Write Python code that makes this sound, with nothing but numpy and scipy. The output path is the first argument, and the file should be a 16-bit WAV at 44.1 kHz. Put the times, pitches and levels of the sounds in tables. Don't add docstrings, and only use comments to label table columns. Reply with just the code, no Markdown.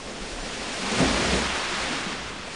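import sys
import numpy as np
from scipy import signal
from scipy.fft import rfft, irfft
from scipy.io import wavfile
from scipy.ndimage import uniform_filter1d

SR = 44100
rng = np.random.default_rng(int(sys.argv[2]) if len(sys.argv) > 2 else 0)


def voltage_ratio(decibels):
    exponent = np.asarray(decibels, float) / 20
    return 10 ** exponent


def generate_wav(signal):
    frames = np.transpose(np.atleast_2d(signal))
    scaled = np.clip(frames, -1, 1) * 32767
    pcm = np.round(scaled).astype(np.int16)
    wavfile.write(sys.argv[1], SR, pcm)


N = 112455


def rms_one(x):
    return x / np.sqrt(np.mean(x ** 2) + 1e-20)


def in_time(rows):
    s, *columns = np.transpose(rows)
    return [np.interp(np.arange(N) / SR, s, column) for column in columns]


def drift(rate_hz):
    thin = 40
    pole = np.exp(-2 * thin * np.pi * rate_hz / SR)
    white = rng.standard_normal(N // thin + 2002)
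    slow = signal.lfilter([1], [1, -2 * pole, pole * pole], white)[2000:]
    return np.interp(np.arange(N) / thin, np.arange(len(slow)), rms_one(slow))


def flutter(rate_hz):
    x = drift(rate_hz)
    return rms_one(x - uniform_filter1d(x, size=int(SR / 4)))


def band(x, low_hz, high_hz, order=2):
    return signal.sosfilt(signal.butter(order, [low_hz, high_hz], "band", fs=SR, output="sos"), x)


def between(x, low_hz, high_hz, edge_hz):
    hz = np.fft.rfftfreq(N, 1 / SR)
    keep = np.clip(.5 + np.minimum(hz - low_hz, high_hz - hz) / edge_hz, 0, 1)
    return irfft(rfft(x) * np.sin(keep * np.pi / 2) ** 2, N)


def churn(colour, patchy_db, shared, tilt_db=0):
    hz, db = np.transpose(colour)
    edges = 14 * 2 ** np.arange(0, 10, 1 / 3)
    white = rng.standard_normal((2, N + SR))
    together = flutter(10.3) + flutter(30)
    out, power = 0, 0
    for k, (low, high) in enumerate(zip(edges, edges[1:])):
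        mid = np.sqrt(low * high)
        level = np.interp(np.log(mid), np.log(hz), db, left=-70, right=-70)
        flicker = patchy_db * (shared * together + flutter(9.1))
        if level > -69:
            tilted = level + tilt_db * np.log2(mid / 2500)
            out = out + voltage_ratio(tilted + flicker) * band(white[k % 2], low, high)[SR:]
            power = power + voltage_ratio(tilted) ** 2 * (high - low)
    return out / np.sqrt(2 * power / SR)


def bubbles(level_db):
    per_second, cycles, pitches = 5000, 4, 24
    sizes = voltage_ratio(4.7 * np.minimum(rng.exponential(1, N), 5)) * rng.choice([-1, 1], N)
    crowding_db = .5 * (level_db - level_db.mean()) + 2.5 * flutter(10)
    born = rng.random(N) < per_second * voltage_ratio(crowding_db) / SR
    dealt = rng.integers(0, pitches, N)
    out = 0
    for k, hz in enumerate(np.geomspace(930, 3830, pitches)):
        r, w = voltage_ratio(-60 * hz / (cycles * SR)), 2 * np.pi * hz / SR
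        bursts = sizes * born * (dealt == k) + 1e-18
        out = out + signal.lfilter([0, np.sin(w)], [1, -2 * r * np.cos(w), r * r], bursts)
    return out / np.sqrt(uniform_filter1d(out ** 2, size=8000) + 1e-20)


# [t/s, level/dB, tilt/(dB per octave), bubbles over hiss/dB]
FOAM_COURSE = [(0, -41, 4, -5), (.2, -38.5, 3, -16), (.45, -37, 4, -5), (.68, -33.5, 2.5, -7.5),
               (.8, -32.5, 3, -20), (.9, -29.5, 2, -8.5), (1.0, -27.5, 3, -3), (1.1, -27, 2, -7.5),
               (1.36, -27, 2.5, -8.5), (1.47, -29, 1.5, -4.5), (1.58, -29.5, 1, -3.5),
               (1.69, -29.5, 1, -10), (1.82, -29, 1, -7.5), (1.95, -31, 1.5, -4), (2.15, -33.5, 0.5, -6),
               (2.3, -36.5, 0.5, -11), (2.44, -39, 1, -8), (2.55, -37.5, 3.5, -6)]
# [f/Hz, level/dB per Hz]
FOAM_SPECTRUM = [(290, -5), (500, -8.5), (659, -5.5), (1020, 0), (2430, -3), (5210, -10.5), (10000, -22.5),
                 (13000, -30.5), (22000, -120)]


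def foam():
    level_db, tilt_db, bubble_db = in_time(FOAM_COURSE)
    hiss = churn(FOAM_SPECTRUM, 0.57, 0.52, tilt_db)
    return voltage_ratio(level_db) * (hiss + voltage_ratio(bubble_db) * bubbles(level_db))


# [t/s, level/dB, tilt/(dB per octave)]
TUMBLE_COURSE = [(0, -43.5, 0), (.06, -38, 1), (.35, -39, 1), (.55, -38, .5), (.72, -38, 2.5),
                 (.83, -35.5, 1), (.96, -31, 2.5), (1.02, -23.5, 1.5), (1.12, -29, 0.5), (1.22, -28.5, 0),
                 (1.38, -28, -0.5), (1.46, -34, -1.5), (1.58, -37, 2.5), (1.74, -39, 0), (1.86, -35, 2),
                 (2.0, -36.5, -2.5), (2.22, -41, -2), (2.55, -42, 1.5)]
# [f/Hz, level/dB per Hz]
TUMBLE_SPECTRUM = [(60, -27.5), (95, -9), (140, -6), (215, 1), (300, -3.5), (450, -2.5), (750, -8),
                   (1500, -27.5)]
# [f/Hz, level/dB per Hz]
VAULT_SPECTRUM = [(15, -10), (30, 1), (55, -3), (90, -7.5), (140, -37.5)]


def tumble():
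    level_db, tilt_db = in_time(TUMBLE_COURSE)
    roar = voltage_ratio(level_db) * churn(TUMBLE_SPECTRUM, 1.28, 0.5, tilt_db)
    hum_db = -47 + .35 * (level_db - level_db.mean())
    return roar + voltage_ratio(hum_db) * churn(VAULT_SPECTRUM, 1.2, 0.22)


# [peak t/s, level/dB, f/Hz, decay/s]
AIR_POCKETS = [(.06, -42.5, 35.2, .03), (.23, -33.5, 32.8, 0.038), (0.226, -37, 205, 0.022),
               (.35, -34, 36, 0.044), (.41, -31, 32.7, .035), (.6, -31.5, 231, 0.018),
               (0.688, -32.5, 220, 0.012), (0.879, -32, 201.4, 0.046), (0.929, -22.5, 213, 0.018),
               (.996, -22, 265, .005), (1.228, -33, 118, 0.02), (1.006, -31, 123, 0.057),
               (1.041, -30, 45, 0.041), (1.03, -18.5, 257, 0.024), (1.06, -24, 248, 0.025),
               (1.073, -23.5, 55, .02), (1.112, -29, 240, .025), (1.109, -31, 94.5, 0.019),
               (1.27, -34, 50, 0.025), (1.151, -26.5, 52, 0.035), (1.19, -33.5, 219, 0.06),
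               (1.31, -28, 66.7, 0.1), (1.337, -23.5, 172, 0.016), (1.375, -25, 62.3, 0.035),
               (1.369, -33, 198, 0.032), (1.481, -38.5, 60.2, .04), (1.82, -39, 59.5, 0.05),
               (1.92, -35, 248, 0.035), (2.059, -39.5, 172.6, 0.041), (2.251, -40, 60, 0.063)]
# [peak t/s, level/dB, f/Hz, decay/s]
CREST_AIR = (1.0072, -13, 175, .0065)


def pockets():
    rise_share, glide = 0.75, 0.071
    out = np.zeros(N)
    for s, db, hz, decay in AIR_POCKETS + [CREST_AIR]:
        decay = max(decay, .003)
        t = (np.arange(N) / SR - s) / decay
        shape = np.where(t < 0, np.exp(-(t / rise_share) ** 2), np.exp(-np.abs(t) ** 0.87))
        turns = hz * decay * (t + .5 * glide * np.clip(t, -3, 3) ** 2)
        out -= voltage_ratio(db) * shape * np.cos(2 * np.pi * turns)
    return out


# [t/s, level/dB, length/s, top f/Hz]
STONE_SPLASHES = [
    (0.222, -41, .015, 2500),
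    (0.872, -32.5, 0.015, 1500),
    (0.92, -29.5, 0.0056, 6000),
    (1.003, -24.5, 0.012, 790),
    (1.338, -27.5, 0.024, 700),
    (1.375, -38, 0.011, 3000),
    (1.568, -34, 0.022, 3000),
    (1.829, -34.5, 0.024, 3000),
    (1.929, -29, 0.012, 1200),
]


def slap():
    out, white = np.zeros(N), rng.standard_normal(N)
    for s, db, length, top_hz in STONE_SPLASHES:
        t = (np.arange(N) / SR - s) / length
        out += voltage_ratio(db) * np.exp(-t ** 2) * rms_one(band(white, 300, top_hz, order=1))
    return out


def cave(x):
    t60_s, wall_cut_hz = 0.73, 2500
    out, dull = np.zeros(N), np.exp(-2 * np.pi * wall_cut_hz / SR)
    for k, lag in enumerate((rng.uniform(.025, .06, 8) * SR).astype(int)):
        loop, gain, state = x.copy(), voltage_ratio(-60 * lag / SR / t60_s), [0.]
        for i in range(lag, N, lag):
            back, state = signal.lfilter([gain * (1 - dull)], [1, -dull], loop[i - lag:i], zi=state)
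            loop[i:i + lag] += back[:N - i]
        out += (loop - x) * (-1) ** k
    return out


# [centre t/s, low f/Hz, high f/Hz, level/dB]
SIDE_BANDS = [
    (.4257, 6200, 7600, -52),
    (.8204, 4150, 5200, -48),
    (1.8885, 6850, 8300, -49),
    (2.2368, 6200, 8300, -58),
    (2.2368, 4150, 5200, -54),
    (2.3761, 6850, 8300, -59),
    (2.3761, 4150, 5200, -56),
]


def side_noise():
    side, t = np.zeros(N), np.arange(N) / SR
    for s, low_hz, high_hz, db in SIDE_BANDS:
        gate = np.cos(np.pi * np.clip((t - s) / .046, -.5, .5))
        side += voltage_ratio(db) * gate * rms_one(between(rng.standard_normal(N), low_hz, high_hz, 100))
    return side


def scene():
    water = foam() + tumble()
    hits = pockets() + slap()
    mono = water + hits + voltage_ratio(-26.5) * cave(hits)
    return np.array([mono, mono])


def band_limit(x):
    return signal.sosfilt(signal.butter(12, 11130, fs=SR, output="sos"), x)


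def record(dry):
    cut = between(dry, -1000, 10080, 180)
    mix = cut + side_noise() * [[1], [-1]] + .0026
    return band_limit(mix)


dry = scene()
out = record(dry)
generate_wav(out)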